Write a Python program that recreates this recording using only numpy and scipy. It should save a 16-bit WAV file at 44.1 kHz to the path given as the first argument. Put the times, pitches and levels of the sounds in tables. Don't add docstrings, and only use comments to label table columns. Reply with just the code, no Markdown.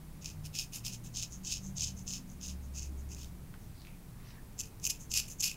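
import sys
import numpy as np
from scipy import signal
from scipy.fft import rfft, irfft
from scipy.io import wavfile

SR = 44100
rng = np.random.default_rng(int(sys.argv[2]) if len(sys.argv) > 2 else 0)


def master(y):
    cut = np.clip(np.atleast_2d(y).T, -1, 1)
    pcm = np.round(cut * 32767)
    wavfile.write(sys.argv[1], SR, pcm.astype(np.int16))


def invert_db(x):
    u = np.asarray(x, float) / 20
    return 10 ** u


N = 245195

# time in seconds, looseness in dB.
LOOSENESS = [(0.25, -5), (0.58, -3), (0.77, 9.5), (0.92, -2), (1.2, -9), (1.8, -9), (2.45, -11), (3.2, -5),
             (4.6, 5.5), (5.0, 4), (5.5, 6)]
# time in seconds, lean in dB toward the heel (+) or the middle (-).
CONTACT = [(0.28, -1), (0.58, 4), (0.77, 0.5), (0.9, 1.5), (1.2, 6.5), (1.5, 4), (1.83, 5.5), (2.13, 2),
           (2.47, 2), (2.8, -6.5), (3.12, -11), (3.24, 10.5), (4.6, -7.5), (4.88, -2), (5.16, -3),
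           (5.45, -2)]
# time in seconds, crispness in dB.
CRISPNESS = [(0.28, -1), (0.46, 8), (0.58, 1), (0.77, 6), (0.9, 2.5), (1.2, -5), (1.5, -5), (1.83, -6.5),
             (2.13, -1.5), (2.47, 2), (2.8, -1), (3.2, 1.5), (4.6, 0.5), (4.87, 7), (5.13, -3), (5.2, 3),
             (5.41, -1), (5.48, 0.5)]
# base gain in dB, then the dB added
# per dB of pressure, looseness, contact, crispness, and stroke level over -45 dB.
REGION_GAINS = [(-4.5, 0.66, -0.085, 0.19, .01, 0.0251), (-12, 1.17, -0.069, -0.23, .01, -0.1236),
                (-14, 0.59, -.1, 0.72, .01, -0.0646), (-20.5, 0.52, 0.96, -0.038, 0.11, -0.02),
                (-13.5, 0.54, 0.063, 0.15, 0.77, -.2)]
DRAG_COLOUR_DB = [-5, 1, -4, 2.5, 4.5]
# pitch in Hz, width in Hz, strength in dB relative to the other rows (per Hz of width).
SKIN_MODES = [(2487, 70, 0), (2641, 150, 1), (2890, 280, -6.5)]
HEEL_MODES = [(2974, 340, 1), (3400, 110, -4), (3820, 440, -1)]
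LOWER_MODES = [(4455, 200, -1.5), (4920, 860, -6), (5230, 440, 0.5), (5500, 220, -7)]
TIP_MODES = [(7055, 170, -7.5), (7410, 300, -1.5)]
BLADE_MODES = [(6070, 310, -7), (6240, 680, 1.5), (6550, 620, 1)]
EDGE_MODES = [(11520, 510, 0.1), (11750, 680, 4), (11200, 610, -2)]
CRACKLE_MODES = [(8470, 1200, -0.5), (9600, 730, 2.5), (12200, 1600, -4), (13600, 1400, -15),
                 (15000, 1800, -2.5)]


def razor():
    blade_db, pressure_db, dragging = hand()
    over_45_db = np.maximum(blade_db + 45, -25)
    controls = [np.ones(N), pressure_db, *in_time(LOOSENESS), *in_time(CONTACT), *in_time(CRISPNESS), over_45_db]
    region_db = np.array(REGION_GAINS) @ controls + np.outer(DRAG_COLOUR_DB, dragging)
    lower_db, skin_db, heel_db, edge_db, crackle_db = region_db

    fine_hairs = invert_db(blade_db) * stubble(per_s=4000, spread_db=4.0, clump_db=1.0, friction_db=-8)
    clicks = fine_hairs + snaps(blade_db - 3 * dragging)
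    recent_power = signal.lfilter([.02], [1, -.98], clicks ** 2 + 1e-18)
    spray = np.sqrt(recent_power) * rng.standard_normal(N)

    skin = steep(body(clicks * invert_db(skin_db), SKIN_MODES, scatter_db=3.0), 2130, "high")
    scalp = band(clicks * invert_db(skin_db - 9.0), 1050, 4200)
    heel = steep(body(clicks * invert_db(heel_db), HEEL_MODES, scatter_db=4.0), 2900, "high")
    lower = steep(body(clicks * invert_db(lower_db), LOWER_MODES, scatter_db=0.0), 4750, "high")
    tip = body(clicks * invert_db(1.5 + 0.3 * edge_db), TIP_MODES, scatter_db=9.0)
    blade = body(clicks, BLADE_MODES, scatter_db=7.5) + tip
    blade = steep(steep(blade, 6350, "high"), 6830, "low")
    edge = steep(body((spray + clicks) * invert_db(edge_db), EDGE_MODES, scatter_db=5.0), 11900, "low")
    crackle = steep(body(spray * invert_db(crackle_db - 1.0), CRACKLE_MODES, scatter_db=1.0), 7340, "high")
    return scalp + skin + heel + lower + blade + edge + crackle


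# start in seconds, rise in seconds, fall in seconds, peak level of the clicks in dB,
# pressure half way through in dB.
STROKES = [(0.211, 0.014, 0.017, -52, -2), (0.24, 0.018, 0.078, -48, 0), (0.44, .018, 0.02, -48.5, 1.5),
           (0.537, 0.023, 0.05, -42.5, 3.5), (0.565, 0.026, 0.059, -39.5, 2.5), (0.725, .025, .045, -43, 3),
           (0.842, 0.016, 0.057, -41.5, 4), (0.9, 0.033, .04, -46.5, -1), (1.142, 0.047, 0.037, -36.5, -6),
           (1.21, 0.013, 0.045, -41.5, -4), (1.44, 0.031, 0.057, -38.5, -8), (1.48, 0.037, .07, -35, -3),
           (1.76, .02, .04, -39.5, -11), (1.785, 0.043, .05, -33, -7), (1.85, 0.024, 0.046, -41, -4.5),
           (2.065, 0.028, 0.063, -39.5, -10), (2.11, 0.033, 0.054, -40, -4),
           (2.409, .03, 0.059, -43.5, -7.5), (2.46, .03, 0.052, -46.5, -3), (2.742, 0.038, 0.039, -42, -6),
           (2.8, 0.028, 0.051, -46, -4.5), (3.092, 0.034, 0.022, -47.5, -7), (3.15, 0.031, 0.11, -53, -2.5),
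           (4.587, 0.011, .015, -34.5, -6.5), (4.615, .012, 0.068, -56.5, 1.5),
           (4.828, 0.029, 0.02, -35.5, -5), (4.892, 0.008, 0.018, -30, -0.5), (4.92, .01, 0.051, -57.5, 6),
           (5.105, 0.016, .016, -34, -8), (5.134, 0.036, 0.045, -30, 2.5), (5.21, 0.0084, 0.059, -51, 7.5),
           (5.396, .014, 0.0081, -30, -12.5), (5.424, .012, 0.076, -34, 4), (5.51, .01, 0.042, -57, 9.5)]
# start in seconds, length in seconds, peak level of the clicks in dB,
# pressure half way through in dB.
DRAGS = [(1.036, 0.059, -50, -5), (1.304, 0.079, -47, -15), (1.618, 0.1, -47, -20),
         (1.96, 0.071, -49, -11.5), (2.271, 0.094, -57, -16), (2.614, 0.072, -59.5, -19),
         (2.967, 0.064, -56, -20), (4.991, 0.067, -48.5, -13), (5.274, 0.024, -50, 1),
         (5.292, 0.052, -43.5, -8)]


def hand():
    rise_share = 0.37
    dig_in_db = 3
    drags = [(s, rise_share * length, (1 - rise_share) * length, db, press_db)
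             for s, length, db, press_db in DRAGS]
    level_db, pressure_db, dragging = np.full(N, -120.), np.zeros(N), np.zeros(N)
    for k, (s, rise_s, fall_s, db, press_db) in enumerate(STROKES + drags):
        shape_db, progress = swell(s + rise_s, rise_s, fall_s, edges_db=(12.5, 17.5), powers=(1.96, 2.03),
                                   ends_db_per_s=(1508, 600))
        row_db = db + shape_db
        leads = row_db > level_db
        pressure_db[leads] = (press_db + dig_in_db * (progress - .5))[leads]
        dragging[leads] = k >= len(STROKES)
        level_db = np.maximum(level_db, row_db)
    return level_db, pressure_db, dragging


def stubble(per_s, spread_db, clump_db, friction_db):
    sizes = invert_db(spread_db * np.minimum(rng.exponential(1, N), 2.5))
    cut = rng.random(N) < per_s / SR
    clumps = invert_db(clump_db * np.tanh(drift(280)))
    hairs = rms_one(sizes * cut * clumps)
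    return rms_one(hairs + invert_db(friction_db) * rng.standard_normal(N))


# time in seconds, height of the burst in dB before the razor rings.
SNAPS = [(0.223, -46), (0.2446, -35.5), (0.2577, -30), (0.4535, -42), (0.5516, -34), (0.5876, -27),
         (0.7335, -42), (0.8504, -33), (0.8632, -30.5), (0.9342, -36.5), (1.0447, -43), (1.15, -33),
         (1.171, -28.5), (1.2256, -26), (1.2315, -25), (1.3221, -34), (1.449, -39), (1.4538, -37),
         (1.4744, -30), (1.5217, -25.5), (1.7684, -38), (1.7821, -28.5), (1.8184, -33), (2.0659, -41),
         (2.078, -29), (2.1351, -29), (2.4125, -41), (2.4691, -34), (2.7755, -49), (2.7839, -33.5),
         (3.1162, -38.5), (3.1468, -38), (3.1656, -42), (3.2303, -45), (3.2445, -41), (4.5791, -44),
         (4.5903, -31), (4.5984, -29), (4.605, -27.5), (4.612, -27), (4.6354, -41.5), (4.6558, -43),
         (4.7982, -46), (4.8326, -42), (4.8424, -38), (4.8518, -23), (4.8657, -19), (4.8728, -22),
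         (4.902, -21.5), (5.1158, -21), (5.1382, -21.5), (5.1734, -21.5), (5.1822, -26), (5.199, -26),
         (5.2988, -38), (5.4005, -29), (5.4061, -22.5), (5.4243, -31), (5.431, -21.5), (5.4381, -25),
         (5.4795, -28), (5.514, -35.5)]


def snaps(blade_db):
    per_s, over_stroke_db, spread_db = 160, 3, 2.5
    r = np.exp(-1 / (0.0004 * SR))
    happens = rng.random(N) < per_s / SR
    starts = happens * invert_db(blade_db + over_stroke_db + spread_db * rng.standard_normal(N))
    starts[[round(s * SR) for s, db in SNAPS]] = invert_db(np.array(SNAPS)[:, 1])
    bursts = np.e * signal.lfilter([1 - r], [1, -2 * r, r * r], starts + 1e-18)
    return bursts * rng.choice([-1, 1], N)


def body(clicks, modes, scatter_db):
    total = np.sqrt(sum(invert_db(2 * db) * width for hz, width, db in modes))
    out = 0
    for hz, width, db in modes:
        own = invert_db(scatter_db * rng.standard_normal(N)) * rng.choice([-1, 1], N)
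        share = invert_db(db) * np.sqrt(width) / total
        out = out + share * resonate(clicks * rms_one(own), hz, width)
    return out


# time in seconds, level in dB before a lift of 14 dB, pitch in Hz.
TICKS = [(3.5407, -44.5, 1458), (3.818, -49, 4320), (3.8503, -48, 2430), (3.8705, -46, 2510)]


def ticks():
    out = np.zeros(N)
    for s, db, hz in TICKS:
        click = np.zeros(N)
        click[round(s * SR)] = invert_db(db + 14.0)
        fading = signal.lfilter([1], [1, -np.exp(-1 / (0.02 * SR))], click + 1e-18)
        tail = fading * rng.standard_normal(N)
        out += resonate(click, hz, 0.22 * hz)
        out += invert_db(-12) * band(click, 1500, 6000)
        out += invert_db(-30) * resonate(tail, hz, .6 * hz)
    return out


# peak time in seconds, rise in seconds, fall in seconds,
# centre pitch at the peak in Hz, level at the peak in dB.
RUSTLES = [(3.812, .07, .08, 4400, -66), (3.878, .01, .08, 2500, -64), (4.33, .14, .12, 1800, -66),
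           (4.285, .035, .06, 5450, -64), (4.3, .1, .08, 3950, -69), (4.25, .15, .2, 1100, -69),
           (4.3, .1, .1, 2700, -69), (3.622, .025, .045, 6100, -68)]


def rustles():
    sag_per_s, width_share = .7, .12
    out = np.zeros(N)
    for s, rise_s, fall_s, hz, db in RUSTLES:
        shape_db, _ = swell(s, rise_s, fall_s, edges_db=(9, 9), powers=(1.3, 1.3), ends_db_per_s=(400, 400))
        sliding_hz = hz * (1 - sag_per_s * np.clip(np.arange(N) / SR - s, -rise_s, fall_s))
        grains = rng.standard_normal(N) * invert_db(2.1 * drift(100))
        envelope = rms_one(band(grains, 10, width_share * hz))
        tone = np.sqrt(2) * np.sin(2 * np.pi * np.cumsum(sliding_hz) / SR)
        out += invert_db(db + shape_db) * envelope * tone
    return out


def room(x):
    t60_s = 0.18
    t = np.arange(int(.3 * SR)) / SR
    tail = rng.standard_normal(len(t)) * invert_db(-60 * t / t60_s) * (t > .002)
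    return invert_db(-12) * signal.fftconvolve(x, tail / np.sqrt(np.sum(tail ** 2)))[:N]


# peak time in seconds, rise in seconds, fall in seconds,
# middle pitch in Hz, middle level at the peak in dB.
DRONES = [(0.14, 0.39, 0.24, 158, -50.5), (0.44, 0.16, 0.24, 151, -46.5), (1.17, 0.43, 0.28, 154, -52),
          (0.37, 0.079, 0.19, 94, -47.5), (0.1, .3, 0.73, 63, -55), (1.4, .4, 0.32, 57.5, -57.5),
          (3.66, 0.19, 0.25, 90, -56), (4, .4, 0.55, 130, -61.5), (1, .4, 0.34, 116, -46.5),
          (1.865, 0.58, 0.32, 108, -50), (0.97, 0.32, 0.29, 190, -55), (1.422, .1, 0.058, 188, -49.5),
          (1.7, 0.16, 0.055, 191, -46.5), (1.93, 0.16, .5, 187, -48.5), (2.52, .25, .12, 182, -50.5),
          (1.7, 0.29, 0.86, 138, -52), (1.67, 0.14, .1, 63.5, -49), (1.84, 0.1, 0.29, 71.5, -46.5),
          (2.5, 0.18, 0.48, 70, -49), (2.995, 0.49, 0.34, 69.2, -41), (3.42, .12, 0.097, 69.4, -54),
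          (1.05, 0.55, 0.45, 230, -63), (2.15, 0.33, 0.62, 251, -60), (2.9, 0.072, 0.23, 318, -61),
          (3.17, 0.55, 0.32, 260, -62), (2.95, 0.17, .4, 392, -66), (3.1, 0.14, 1.55, 110.5, -58),
          (4.68, .15, 0.91, 95, -57), (2.77, 0.6, 0.81, 140, -61), (3.3, .2, 0.88, 182, -63.5),
          (5.11, 0.51, 0.43, 62.6, -53.5), (4.59, 0.2, 1, 438, -69)]


def drones():
    out = np.zeros(N)
    for s, rise_s, fall_s, hz, db in DRONES:
        shape_db, _ = swell(s, rise_s, fall_s, edges_db=(13, 13), powers=(1.3, 1.3), ends_db_per_s=(212, 212))
        level = np.sqrt(2) * invert_db(db + shape_db + 1.0 * drift(3))
        wavering_hz = hz * (1 + 0.006 * drift(4))
        out += level * np.sin(2 * np.pi * np.cumsum(wavering_hz) / SR)
    return out


def hum():
    return np.sqrt(2) * invert_db(-56.5 + 1.0 * drift(1)) * np.sin(2 * np.pi * 28.5 * np.arange(N) / SR)


# frequency in Hz, relative level in dB.
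RUMBLE_COLOUR = [(12, -4.5), (22, 4.5), (33, -14), (45, -4.5), (60, 1), (85, -10), (110, -2), (190, -4),
                 (230, -11), (320, -15), (450, -22.5), (900, -25), (1800, -33.5), (2500, -36.5),
                 (5500, -76)]


def rumble():
    return invert_db(-50.5 - 0.12 * drift(0.54)) * coloured(RUMBLE_COLOUR)


# frequency in Hz, relative level in dB per Hz.
HISS_COLOUR = [(710, -38), (1200, -4.5), (2190, -0.5), (2490, -2), (3160, -3), (6860, -3.5), (9570, -2),
               (14100, -2.5), (15700, -2.5)]


def hiss():
    return invert_db(-62.5) * coloured(HISS_COLOUR)


def swell(peak_s, rise_s, fall_s, edges_db, powers, ends_db_per_s):
    late = np.arange(N) / SR - peak_s
    side = (late > 0).astype(int)
    span = np.array([rise_s, fall_s])[side]
    inside = np.minimum(np.abs(late), span)
    shape_db = -np.array(edges_db)[side] * (inside / span) ** np.array(powers)[side]
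    shape_db -= np.array(ends_db_per_s)[side] * (np.abs(late) - inside)
    return shape_db, np.clip((late + rise_s) / (rise_s + fall_s), 0, 1)


def rms_one(x):
    return x / np.sqrt(np.mean(x ** 2) + 1e-20)


def in_time(rows):
    s, *columns = np.transpose(rows)
    return [np.interp(np.arange(N) / SR, s, c) for c in columns]


def drift(rate):
    r = np.exp(-40 * np.pi * rate / SR)
    start = 4000
    noise = rng.standard_normal(N // 20 + start + 2)
    slow = signal.lfilter([1], [1, -2 * r, r * r], noise)[start:]
    return np.interp(np.arange(N) / 20, np.arange(len(slow)), rms_one(slow))


def coloured(points):
    hz, db = np.transpose(points)
    grid = np.fft.rfftfreq(N, 1 / SR) + 1
    gain = invert_db(np.interp(np.log(grid), np.log(hz), db))
    return rms_one(irfft(rfft(rng.standard_normal(N)) * gain, N))


def resonate(x, hz, width):
    r, w = np.exp(-np.pi * width / SR), 2 * np.pi * hz / SR
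    ring = signal.lfilter([1, 0, -1], [1, -2 * r * np.cos(w), r * r], x + 1e-18)
    return ring * np.sqrt((1 - r * r) / 2)


def band(x, low_hz, high_hz):
    edges_hz = [low_hz, min(high_hz, SR / 2.1)]
    return signal.sosfilt(signal.butter(2, edges_hz, "band", fs=SR, output="sos"), x)


def steep(x, hz, kind):
    return signal.sosfilt(signal.butter(6, hz, kind, fs=SR, output="sos"), x)


def scene():
    near = razor() + ticks() + rustles()
    background = drones() + hum() + rumble() + hiss()
    return (near + room(near) + background)[None]


def band_limit(x):
    return signal.sosfilt(signal.butter(12, 15990, fs=SR, output="sos"), x)


def record(dry):
    top_cut = signal.sosfilt(signal.ellip(12, .3, 70, 15770, fs=SR, output="sos"), dry)
    return band_limit(top_cut)


dry = scene()
out = record(dry)
master(out)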